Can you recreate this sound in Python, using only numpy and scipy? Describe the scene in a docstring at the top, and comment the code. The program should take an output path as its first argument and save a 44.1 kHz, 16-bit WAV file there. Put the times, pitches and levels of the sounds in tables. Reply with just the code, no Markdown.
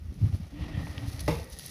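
"""In a shed, a spiky rubber ball is thrown across the concrete floor and bounces once:
the spikes slap, the hollow shell thumps and rings, and the walls answer.
Dogs start after it, claws ticking and paws scuffing on the grit. Clothing swishes with the throw.
Underneath sit soft low bumps on the hand-held microphone, a faint wavering hum and room air."""
import sys
import numpy as np
from scipy import signal
from scipy.fft import rfft, irfft
from scipy.io import wavfile

SR = 44100
rng = np.random.default_rng(int(sys.argv[2]) if len(sys.argv) > 2 else 0)


def put_to_file(sound):
    """Save the sound as 16-bit audio at rate SR, in the file named by the first command-line argument."""
    columns = np.atleast_2d(sound).T  # one column per channel
    safe = np.clip(columns, -1, 1)
    whole_steps = np.round(safe * 32767)
    wavfile.write(sys.argv[1], SR, whole_steps.astype(np.int16))


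N = 74970
T = np.arange(N) / SR

# ring of the hollow ball: f/Hz, relative level/dB, t60/s
BALL_MODES = [(157, 0.5, 0.28), (308, -1.5, 0.15), (472.6, -7.5, 0.28), (598, 3.5, 0.079), (724, -17, 0.11),
              (807, -5, 0.061), (835, -17.5, 0.25), (898, -13.5, 0.2), (1080, -13, 0.12),
              (1238, -14.5, 0.08), (1990, -11.5, 0.1), (2122, -25, 0.069), (2338, -22, 0.097),
              (2537, -24, 0.12), (2710, -21, 0.063), (3560, -27, 0.32)]
# slap of the spikes: f/Hz, relative level/dB
SLAP_EQ = [(60, 6.5), (200, -7.5), (370, -6.5), (430, 2), (650, 0), (1000, -3), (1400, -13.5), (1650, -17),
           (2100, -9.5), (2800, -12.5), (3100, -15.5), (4300, -13), (6000, -16.5), (7500, -28.5),
           (10500, -23), (15000, -28)]
# dull thump of the squashed shell: delay/s, level/dB, f/Hz, half length/s
SHELL_THUMPS = [(0.0124, -21.5, 280, 0.0015), (0.0187, -18, 119, 0.0025)]
# claw ticks and small knocks: t/s, level/dB, centre f/Hz, width/octaves, t60/s
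CLAW_TICKS = [(.8695, -35, 900, .9, .022), (.9798, -33.5, 3000, .55, .014), (1.5955, -28, 5500, 1.4, .007),
              (1.662, -32, 11000, .4, .011), (1.1935, -38, 4000, 1.1, .03), (1.2067, -34, 9000, 1, .012),
              (1.2436, -44, 10400, .5, .008), (1.4436, -43, 9000, 1, .015), (1.5008, -39, 10300, .5, .008),
              (1.588, -33, 8000, .8, .011), (1.592, -39, 8000, .8, .012), (1.6045, -43, 5000, .6, .012)]
# tone shared by the ticks: f/Hz, relative level/dB
CLAW_EQ = [(300, 7.5), (6200, 6), (7500, -16), (9000, -0.5), (10300, 13), (14000, -4.5)]
# paw scuffs: t/s, level/dB, half length/s
PAW_SCUFFS = [(1.087, -52.5, .015), (1.13, -55, 0.017), (1.208, -43, 0.0062), (1.53, -48, 0.017),
              (1.582, -58.5, 0.027), (1.665, -47.5, 0.053)]
# fine shuffling: t/s, level/dB
SHUFFLE_FADER = [(0, -70.5), (.2, -63.5), (.27, -60), (.31, -63.5), (.35, -54.5), (.39, -62), (.72, -74),
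                 (.86, -54), (.95, -58.5), (1.07, -57.5), (1.25, -50.5), (1.4, -51.5), (1.48, -59.5),
                 (1.57, -58), (1.7, -57.5)]
# grit on concrete: f/Hz, relative level/dB
GRIT_EQ = [(200, -2), (1400, -13), (2200, -3), (3000, -2.5), (4200, 3.5), (6200, 2.5), (7300, -10),
           (9000, -6.5), (10300, 3.5), (11800, -9), (15000, -1.5)]
# swish of clothing: t/s, level/dB
SWISH_FADER = [(0, -67), (.18, -61.5), (.23, -53), (.28, -52.5), (.31, -59.5), (.345, -51.5), (.38, -61.5),
               (.43, -56), (.5, -61.5), (.57, -55), (.63, -47.5), (.69, -50.5), (.78, -47.5), (.85, -50),
               (.96, -49.5), (1.08, -50), (1.25, -53), (1.45, -61.5), (1.7, -59)]
# tone of the cloth: f/Hz, relative level/dB
SWISH_EQ = [(100, 9), (400, 2.5), (560, 6), (800, 3.5), (1000, -3), (1240, 1), (1500, -6.5), (2100, -2),
            (3200, -7), (4500, -9), (5600, -11), (6400, -17.5), (7500, -26), (10500, -19), (15000, -31)]
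# two rings in the swish: t/s, low ring level/dB, high ring level/dB
RING_FADERS = [(.5, -77, -75), (.58, -63, -61.5), (0.629, -56, -56.5), (.7, -62.5, -68), (.74, -50, -55),
               (.81, -53.5, -65), (.95, -58.5, -73), (1.08, -60.5, -85), (1.17, -61, -87)]
# where those rings sit: f/Hz, width/Hz
SWISH_RINGS = [(1890, 122), (2850, 850)]
# bumps on the microphone: t/s, relative level/dB, f/Hz, half length/s
MIC_BUMPS = [(0.024, -34, 76, 0.011), (.06, -29.5, 81, 0.0074), (0.098, -26, 66.7, 0.0092),
             (.123, -28.5, 177, 0.0013), (.222, -23, 120, 0.012), (0.24, -14.5, 95, 0.01),
             (0.268, -17.5, 115, 0.0064), (.301, -22, 114, 0.0041), (0.343, -19.5, 92, 0.0094),
             (.405, -28, 172, 0.0041), (.43, -28, 85, 0.011), (0.475, -38.5, 70, .012),
             (0.538, -36, 57, 0.014), (.609, -30, 116, 0.0096), (0.625, -26, 77, 0.0079),
             (0.689, -33, 76.5, 0.0037), (.746, -30, 96, 0.0071), (.779, -19.5, 115, 0.004),
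             (.801, -30.5, 87, 0.018), (.835, -35, 158, 0.024), (0.904, -29.5, 76, 0.0084),
             (.98, -24, 93, 0.0037), (1.041, -27.5, 112.3, 0.014), (1.083, -19, 88.5, 0.0036),
             (1.146, -24.5, 88.9, 0.0029), (1.205, -30.5, 79, 0.021), (1.265, -29, 69.7, .02),
             (1.377, -27, 75, 0.015), (1.418, -30, 85, 0.0096), (1.535, -33, 60, 0.011),
             (1.669, -42, 61, 0.022)]
# handling rumble: t/s, relative level/dB
RUMBLE_FADER = [(0, -52.5), (.11, -47), (.145, -50.5), (.19, -41), (.24, -27), (.3, -44.5), (.35, -33.5),
                (.38, -47), (.5, -51.5), (.6, -39), (.8, -39), (.88, -43), (.95, -46.5), (1.2, -42.5),
                (1.26, -42), (1.35, -39), (1.48, -52), (1.62, -52.5), (1.7, -48)]
# tone of the rumble: f/Hz, relative level/dB
RUMBLE_EQ = [(15, -26), (30, -15), (55, 2), (90, -5), (120, -4), (160, -4.5), (230, -11), (340, -19.5),
             (450, -33), (1500, -76), (5000, -91)]
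# glide and swell of the hum: t/s, f/Hz, level/dB
HUM_PATH = [(0.516, 264.4, -68), (0.536, 271, -46), (0.601, 298.9, -48), (.72, 304, -47),
            (.77, 299.6, -47.5), (.81, 287.3, -48), (.96, 292.8, -58), (1.009, 277.5, -46),
            (1.08, 267, -44), (1.11, 291.6, -64), (1.16, 273.6, -51), (1.251, 280, -66)]
# reverb of the shed: f/Hz, t60/s
SHED_DECAY = [(100, 0.4), (500, 0.66), (1000, 0.46), (2500, 0.52), (6000, 0.33), (14000, 0.48)]
# room air: f/Hz, relative level/dB
AIR_EQ = [(30, -3), (100, 7), (300, 13), (600, -9.5), (1500, -2.5), (2200, -25), (5500, -10.5), (7500, -22),
          (10500, -22), (15000, -14)]
# stereo width, side against mid: f/Hz, level/dB
SIDE_EQ = [(20, -85), (3300, -73), (3900, -40), (5500, -28), (8000, -4.5), (10500, -8), (14000, -4.5)]


def ball(start=1.2785, squash_cycles=2.2, wall_delay_s=.03):
    """The spikes slap the concrete; the shell squashes and rings, low modes blooming last."""
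    ring = np.zeros(N)
    for hz, db, t60 in BALL_MODES:
        mode = np.sin(2 * np.pi * (hz * T + rng.random()))
        ring += amp(db - 20) * strike(start, squash_cycles / hz, t60) * mode
    slap = amp(-25) * strike(start, rise=.0005, t60=.084) * noise(SLAP_EQ)
    thump = sum(soft_bump(start + delay, db, hz, half) for delay, db, hz, half in SHELL_THUMPS)
    wall_echo = amp(-11) * np.interp(T - wall_delay_s, T, slap + thump)
    reverb_send = amp(-19) * (ring + thump) + amp(-.5) * slap
    return ring + slap + thump + wall_echo + shed_reverb(reverb_send)


def paws(grains_per_s=4100, spread_db=2):
    """Pads drag over grit and claws tick on the concrete."""
    grain_gain = amp(spread_db * np.minimum(rng.exponential(1, N), 4))
    grains = grain_gain * rng.standard_normal(N) * (rng.random(N) < grains_per_s / SR)
    scuffs = sum(amp(db) * np.exp(-((T - s) / half) ** 2) for s, db, half in PAW_SCUFFS)
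    pads = (fader(SHUFFLE_FADER) + scuffs) * unit(eq(grains, GRIT_EQ))
    steps = pads + sum(claw_tick(*row) for row in CLAW_TICKS)
    return steps + amp(-14.5) * shed_reverb(steps)


def claw_tick(start, db, centre_hz, octaves, t60, rise_s=.0002):
    """A claw hits concrete: a hard snap and a short gritty tail in one band."""
    hz = np.fft.rfftfreq(N, 1 / SR)
    bell = np.exp(-(np.log2((hz + 1) / centre_hz) / octaves) ** 2 / 2)
    band = bell * amp(curve_at(CLAW_EQ, hz + 1))
    snap = irfft(band * np.exp(-2j * np.pi * hz * (start + 2 * rise_s)), N)  # click on the attack
    grit = strike(start, rise_s, t60) * unit(irfft(rfft(rng.standard_normal(N)) * band, N))
    return amp(db) * (amp(2) * snap / snap.max() + grit)


def clothing(flutter_db=1.63):
    """Cloth rubs in a fluttering swish, with two noisy rings that come and go."""
    swish = fader(SWISH_FADER) * noise(SWISH_EQ) * amp(flutter_db * drift(rate_hz=61))
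    times, *levels = np.transpose(RING_FADERS)
    for db, (hz, width_hz) in zip(levels, SWISH_RINGS):
        phase = 2 * np.pi * hz * T
        ring = drift(width_hz) * np.cos(phase) + drift(width_hz) * np.sin(phase)
        swish += amp(np.interp(T, times, db)) * unit(ring)
    return swish


def handling():
    """The hand nudges the microphone's body: soft bumps over an uneven rumble."""
    bumps = sum(soft_bump(*row) for row in MIC_BUMPS)
    rumble = fader(RUMBLE_FADER) * noise(RUMBLE_EQ)
    return amp(-2) * bumps + amp(1) * rumble


def hum(waver=.0281, roughness=.35):
    """A faint, rough tone that wavers, with a touch of its octave."""
    times, hz, db = np.transpose(HUM_PATH)
    pitch = np.interp(T, times, hz) * (1 + waver * drift(rate_hz=38.2))
    phase = 2 * np.pi * np.cumsum(pitch) / SR
    tone = unit(np.sin(phase) + amp(-21.5) * np.sin(2 * phase))
    swell = np.interp(T, times, amp(db), left=0, right=0)
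    return tone * swell * (1 + roughness * drift(rate_hz=57))


def shed_reverb(send, build_s=.015):
    """The walls return a diffuse tail, each band dying at its own speed."""
    hz, t, bands = signal.stft(rng.standard_normal(SR), SR, nperseg=256)
    decay = np.exp(-np.log(1000) * t / curve_at(SHED_DECAY, hz)[:, None])
    tail = signal.istft(bands * decay, SR, nperseg=256)[1]
    tail *= np.minimum(np.arange(len(tail)) / SR / build_s, 1) ** 2
    return signal.fftconvolve(send, tail / np.linalg.norm(tail))[:N]


def room_air():
    """A quiet, steady bed of room tone."""
    return amp(-62) * noise(AIR_EQ)


def soft_bump(centre_s, db, hz, half_s):
    """One dull push: a low sine under a bell-shaped envelope."""
    t = T - centre_s
    return amp(db) * np.exp(-(t / half_s) ** 2 / 2) * np.sin(2 * np.pi * hz * t)


def strike(start, rise, t60):
    """Hit envelope: quick attack, exponential decay, times in seconds."""
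    t = np.maximum(T - start, 0)
    return (1 - np.exp(-t / rise)) * np.exp(-np.log(1000) * t / t60)


def drift(rate_hz):
    """Smooth random modulation at rms 1."""
    rolloff = np.exp(-(np.fft.rfftfreq(N, 1 / SR) / rate_hz) ** 2)
    return unit(irfft(rfft(rng.standard_normal(N)) * rolloff, N))


def noise(points):
    """Coloured noise at rms 1."""
    return unit(eq(rng.standard_normal(N), points))


def eq(x, points):
    """Shapes the tone with an EQ curve."""
    return irfft(rfft(x) * amp(curve_at(points, np.fft.rfftfreq(N, 1 / SR))), N)


def curve_at(points, hz):
    """Reads a curve on a log-frequency axis."""
    f, value = np.transpose(points)
    return np.interp(np.log(hz + 1), np.log(f + 1), value)


def fader(points):
    """Rides the gain through t/s, level/dB points."""
    return amp(np.interp(T, *np.transpose(points)))


def amp(db):
    """Decibels to gain."""
    return 10 ** (np.asarray(db) / 20)


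def unit(x):
    """Scales to rms 1."""
    return x / np.sqrt(np.mean(x ** 2) + 1e-20)


def scene():
    """Everything sits in the centre; only the treble spreads left and right."""
    mid = handling() + hum() + ball() + clothing() + paws() + room_air()
    side = eq(ball() + clothing() + paws() + room_air(), SIDE_EQ)  # fresh noise gives the width
    return np.array([mid + side, mid - side])


def record(dry, low_cut_hz=28, high_cut_hz=14450):
    """The microphone's low cut, then a steep high cut."""
    cut = signal.sosfilt(signal.butter(2, low_cut_hz, "high", fs=SR, output="sos"), dry)
    lowpass = signal.firwin(511, high_cut_hz, window=("kaiser", 9), fs=SR)
    return signal.oaconvolve(cut, lowpass[None], "same")


dry = scene()
out = record(dry)
put_to_file(out)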